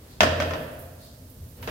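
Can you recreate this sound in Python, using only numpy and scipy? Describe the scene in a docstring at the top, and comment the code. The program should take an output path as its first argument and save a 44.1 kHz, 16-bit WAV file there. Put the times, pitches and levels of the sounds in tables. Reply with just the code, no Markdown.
"""In a hard, echoing bathroom, a toilet stall door bangs against its frame, rebounds and rattles to rest.
Each impact cracks, excites the damped modes of the door and sets the room reverberating, while the
panel's lowest mode booms under the clatter. Friction makes clothes rustle close to the microphone and
a shoe slide faintly, over a low room rumble. Near the end the door is knocked again, lightly."""
import sys
import numpy as np
from scipy import signal
from scipy.fft import rfft, irfft, next_fast_len
from scipy.io import wavfile

SR = 44100
rng = np.random.default_rng(int(sys.argv[2]) if len(sys.argv) > 2 else 0)


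def bounce(signal):
    """Save signal as a 16-bit WAV file at the path given by the first command-line argument."""
    frames = np.transpose(np.atleast_2d(signal))
    limited = np.clip(frames, -1, 1)
    pcm = np.round(limited * 32767).astype(np.int16)
    wavfile.write(sys.argv[1], SR, pcm)


N = 74970
T = np.arange(N) / SR
RISE_CYCLES = 1.2  # a resonance builds up over a number of periods, so bass swells slowest
# correlation between the two channels (f/Hz, coherence/1)
COHERENCE = [(60, .999), (130, 1), (280, 0.9), (550, .62), (1000, 0.03), (2500, 0.03), (16000, 0)]


def amp(db):
    """Amplitude ratio of a level in decibels."""
    return 10 ** (np.asarray(db) / 20)


def curve(points, hz):
    """Interpolation on a logarithmic frequency axis."""
    f, value = np.transpose(points)
    return np.interp(np.log(hz + 1), np.log(f + 1), value)


def add(mix, s, sound):
    """Superposition: a sound joins the mix at s seconds."""
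    part = mix[:, round(s * SR):][:, :sound.shape[-1]]
    part += sound[..., :part.shape[1]]


def pan(db):
    """Level difference between the channels; positive is to the left."""
    return amp(np.array([[db], [-db]]) / 2)


def diffuse_spectra(white):
    """Diffuse-field coherence: two channels agree at long wavelengths and part at short ones."""
    spectra = rfft(white)
    hz = np.fft.rfftfreq(white.shape[1], 1 / SR)
    coherence = curve(COHERENCE, hz)
    mid = np.sqrt((1 + coherence) / 2) * spectra[0]
    side = np.sqrt((1 - coherence) / 2) * spectra[1]
    return hz, np.array([mid + side, mid - side])


def noise(colour):
    """Spectral shaping of white noise gives steady, coloured stereo noise."""
    hz, spectra = diffuse_spectra(rng.standard_normal((2, next_fast_len(N, True))))
    return irfft(spectra * amp(curve(colour, hz)))[:, :N]


def background():
    """Ambient noise: a rumble, amplitude-modulated by movement, under a steady hiss."""
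    # spectra of the room's hiss and of the rumble of room and handled microphone (f/Hz, level/dB)
    hiss_colour = [(20, -53), (500, -53.5), (1000, -52.5), (2200, -58.5), (4500, -54.5), (8000, -58),
                   (16000, -69)]
    rumble_colour = [(20, -42), (45, -29), (80, -19.5), (125, -24.5), (185, -34), (250, -29), (330, -40.5),
                     (480, -38), (800, -51), (2000, -62), (16000, -80)]
    # envelope of the rumble (t/s, level/dB)
    rumble_level = [(0, -4.5), (.17, 0), (.6, -0.5), (1.0, -4), (1.15, -4), (1.25, -0.5), (1.35, -2.5),
                    (1.45, 2), (1.55, -4), (1.63, 4), (1.7, 7)]
    return noise(rumble_colour) * amp(np.interp(T, *np.transpose(rumble_level))) + noise(hiss_colour)


def shoes():
    """Sliding friction: a sole gives faint swells of noise as the weight shifts."""
    # dry slides on the floor (centre t/s, half-width t/s, level/dB)
    slides = [(0.085, 0.2, -4.5), (1.614, 0.046, 0)]
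    # spectrum of a slide (f/Hz, level/dB)
    colour = [(100, -48), (350, -35), (600, -38), (1100, -45), (1800, -47), (3000, -50), (6000, -62),
              (16000, -85)]
    return noise(colour) * sum(amp(db) * np.exp(-((T - s) / half) ** 2) for s, half, db in slides)


def clothes():
    """Friction noise of cloth: grainy rubbing and thin scuffs on the right, soft swishes of a sleeve."""
    # envelope of the rubbing (t/s, level/dB)
    rub_level = [(0, -5.5), (.11, -1.5), (.19, -7.5), (.4, 1.5), (.62, 3.5), (.77, 0.5), (.87, 0),
                 (.97, -2), (1.05, 2), (1.1, -5), (1.16, -2), (1.26, -2.5), (1.4, -2), (1.47, 0),
                 (1.61, -1), (1.7, 7)]
    # sudden scuffs (onset t/s, level/dB, fade t/s)
    scuffs = [(.789, 5, 0.046), (1.298, -3, 0.049), (1.618, 3, 0.063)]
    # sleeve swishes (peak t/s, rise t/s, fall t/s, level/dB)
    swishes = [(.12, 0.035, 0.1, -4), (1.04, 0.04, 0.13, -1.5)]
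    # spectra of the three (f/Hz, level/dB)
    rub_colour = [(1000, -68), (4000, -63.5), (7000, -62), (9000, -56.5), (11000, -56), (13000, -51.5),
                  (16000, -56.5)]
    scuff_colour = [(1000, -80), (7000, -68), (9500, -53), (11000, -50), (12000, -54), (13200, -43),
                    (16000, -51)]
    swish_colour = [(500, -58), (2500, -62.5), (3600, -45.5), (4500, -41.5), (5800, -53), (9000, -54),
                    (16000, -76)]
    grain_db, scuff_rise_s = 1.7, 0.0026
    grain = amp(grain_db * np.repeat(rng.standard_normal(N), 64)[:N])
    bursts = sum(amp(db) * np.clip((T - s) / scuff_rise_s, 0, 1) * np.exp(-abs(T - s) / fade_s)
                 for s, db, fade_s in scuffs)
    swells = sum(amp(db) * np.exp(-((T - s) / np.where(T < s, rise, fall)) ** 2)
                 for s, rise, fall, db in swishes)
    rubbing = noise(rub_colour) * amp(np.interp(T, *np.transpose(rub_level)))
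    scuffing = bursts * noise(scuff_colour)
    return (rubbing + scuffing) * grain * pan(db=-11) + swells * noise(swish_colour)


def panel(hz=85.9, t60=3.8, rise_s=0.014, stop_s=0.023):
    """Free vibration: the panel's lowest mode booms on until contact damps it."""
    # booms of the whole panel (onset t/s, level/dB, free vibration t/s)
    booms = [(0.211, -27, .335), (0.770, -41, 0.22), (1.405, -36, .06), (1.605, -44, .1)]
    out = np.zeros((2, N))
    for s, db, free_s in booms:
        envelope = np.minimum(T / rise_s, 1) * amp(db - 60 * T / t60)
        damping = np.exp(-np.maximum(T - free_s, 0) / stop_s)
        add(out, s, envelope * damping * np.sin(2 * np.pi * hz * T))
    return out


def excitation_db(hz, bass_db, tilt_db, note_hz):
    """Excitation spectrum: heavy blows add bass, hard ones treble; the struck spot favours its note."""
    note_lift = np.exp(-(np.log2((hz + 1) / note_hz) / 0.67) ** 2)
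    return bass_db / (1 + (hz / 350) ** 2) + tilt_db * np.log2(1 + hz / 900) + note_lift


def reverberation(touch, ripple, size=65536, rise_s=0.0075, early_db=6, early_s=0.039):
    """Diffuse reverberation: each band builds up and decays exponentially at its own rate."""
    # spectrum of the bathroom's echo before it decays (f/Hz, level/dB)
    colour = [(40, -32), (75, -13), (125, -13), (190, -18), (240, -5), (278, -12.5), (330, -10), (400, -14),
              (500, -9.5), (600, -8), (680, -7), (760, -17), (950, -16), (1200, -18), (1750, -13),
              (2200, -23), (2650, -17), (3300, -19.5), (3800, -25), (5100, -25.5), (6300, -33),
              (8500, -37.5), (16000, -42)]
    # reverberation time by band (f/Hz, T60/s)
    bands = [(80, 1.4), (250, 1.49), (600, 1.58), (1200, 1.25), (2000, 1.14), (3500, 0.92), (6000, 0.73),
             (12000, 0.32)]
    t = np.arange(size) / SR
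    hz, spectra = diffuse_spectra(rng.standard_normal((2, size)))
    spectra *= amp(curve(colour, hz) + curve(ripple, hz) + excitation_db(hz, *touch))
    spectra *= np.where(hz > 750, pan(db=-2.5), 1)
    centres = [f for f, _ in bands]
    out = 0
    for (f, t60), weights in zip(bands, np.eye(len(bands))):
        band = irfft(spectra * curve(np.c_[centres, weights], hz))
        build_up = 1 - np.exp(-(t / (rise_s + RISE_CYCLES / f / 2)) ** 2)
        out += band * build_up * amp(-60 * t / t60)
    return out * amp(early_db * np.exp(-t / early_s))  # stronger while still inside the stall


def ring(touch, size=65536, phase_spread=0.9):
    """Damped oscillation: decaying tones whose phases part between the channels as pitch rises."""
    # a low lingering hum, then ringing tones of the door and frame (f/Hz, level/dB, T60/s)
    tones = [(124.8, -33.5, 1.8), (158, -35, 1.0), (222.6, -39, 1), (245.8, -29.5, 0.51),
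             (298, -24.5, 0.59), (452, -22, 0.41), (532, -33.5, 0.75), (567.3, -28.5, 0.46),
             (625.4, -25, 0.93), (682, -31, 0.6), (964, -32, 0.52), (1042, -25.5, 0.26), (1658, -37, .8),
             (1806, -31.5, 0.51)]
    t = np.arange(size) / SR
    out = 0
    for k, (hz, db, t60) in enumerate(tones):
        phase_gap = (-1) ** k * phase_spread * np.arccos(curve(COHERENCE, hz))
        build_up = 1 - np.exp(-t * hz / RISE_CYCLES)
        decay = amp(db + excitation_db(hz, *touch) - 60 * t / t60)
        out += build_up * decay * np.sin(2 * np.pi * hz * t + phase_gap * np.array([[.5], [-.5]]))
    return out


def crack(touch, ripple, size=8192, hold_s=0.0012, t60=0.055, length_s=0.12, direct=1.9):
    """Impulse response: a sharp onset and its dense early reflections off the stall walls."""
    # spectrum of the impact (f/Hz, level/dB)
    colour = [(40, -11.5), (90, -11), (200, 0), (400, -10), (620, 2), (850, -1.5), (1500, -0.5), (2200, -4),
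              (3200, -6), (4000, -14), (6100, -13.5), (7500, -25), (9000, -30.5), (16000, -35.5)]
    t = np.arange(size) / SR
    density = 6000 / SR  # 6000 reflections a second
    signs = np.sign(rng.standard_normal((2, size)))
    reflections = signs * (rng.random((2, size)) < density) / np.sqrt(density)
    decay = amp(-60 * np.maximum(t - hold_s, 0) / t60) * (t < length_s)
    hz, spectra = diffuse_spectra(reflections * decay)
    log_gain = np.log(amp(curve(colour, hz) + excitation_db(hz, *touch) + .5 * curve(ripple, hz)))
    # a minimum-phase filter colours the impact and keeps its onset sharp
    mirrored = np.r_[log_gain, log_gain[-2:0:-1]]
    minimum_phase = np.exp(np.conj(signal.hilbert(mirrored)))[:len(hz)]
    return irfft((spectra + direct) * minimum_phase)


def door():
    """Impact excitation: every bang has a crack, an echo, a ring, a thump and a hollow note."""
    # blows on the frame and, in the second row, the first slam's reflection off a wall
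    # (t/s, level/dB, bass/dB, treble tilt/dB per octave, echo/dB,
    # left minus right/dB, hollow note f/Hz, note/dB, ring/dB)
    bangs = [(0.2057, 1, -12, 1.15, -4.5, -1, 631, -12.5, -1),
             (0.2200, -14.5, 9, 0.5, 6, 1.5, 663, -14, -13.5),
             (0.2313, -3.5, 1, 0.73, -3.5, 0.5, 598, -9.5, -1),
             (0.4012, -10, -7.5, -0.07, 1, -1, 586, -10.5, -6.5),
             (0.4217, -14, 2, -1, -8, -9, 518, -21, 0.5), (0.5075, -16, -4, -1.5, -1.5, 1.5, 526, -9.5, 3),
             (0.5354, -15, 0.5, -1.63, -0.5, -2, 559.5, -14.5, -1.5),
             (0.554, -20.5, 2, -2.5, -6.5, -5, 600, -28, 6), (0.600, -33.5, 8, -4.5, 8, 5, 607, 8, 8.5),
             (1.6268, -28.5, -20, 1, 4.5, -2, 950, -12.5, -4),
             (1.6750, -14.5, -3.5, -1, 1.5, 0.5, 478, -9, 1.5)]
    thump_hz, thump_s = 71.6, 0.0222
    note_rise_s, note_t60 = 0.0033, 0.08
    ripple_hz, ripple_db = 28, 2.0  # the door's many close resonances ripple its spectrum
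    ripple = np.c_[ripple_hz * np.arange(900), ripple_db * rng.standard_normal(900)]
    thump = amp(-34) * T / thump_s * np.exp(1 - T / thump_s) * np.sin(2 * np.pi * thump_hz * T)
    note_envelope = (1 - np.exp(-T / note_rise_s)) * amp(-60 * T / note_t60) * pan(db=4)
    out = np.zeros((2, N))
    for s, db, bass_db, tilt_db, echo_db, pan_db, note_hz, note_db, ring_db in bangs:
        touch = bass_db, tilt_db, note_hz
        add(out, s, amp(db) * pan(pan_db) * crack(touch, ripple))
        add(out, s, amp(db + echo_db) * reverberation(touch, ripple))
        add(out, s, amp(db + ring_db) * ring(touch))
        add(out, s, amp(db + bass_db) * thump)
        add(out, s, amp(db + note_db) * note_envelope * np.sin(2 * np.pi * note_hz * T))
    return out


def scene():
    """Linear superposition of door, panel, clothes, shoes and room."""
    return door() + panel() + clothes() + shoes() + background()


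def record(dry, cutoff_hz=15950):
    """Soft saturation rounds the loudest peaks, then a low-pass filter limits the band."""
    saturated = dry / (1 + dry ** 4) ** .25
    low_pass = signal.firwin(511, cutoff_hz, window=("kaiser", 9), fs=SR)
    return signal.oaconvolve(saturated, low_pass[None], "same")


dry = scene()
out = record(dry)
bounce(out)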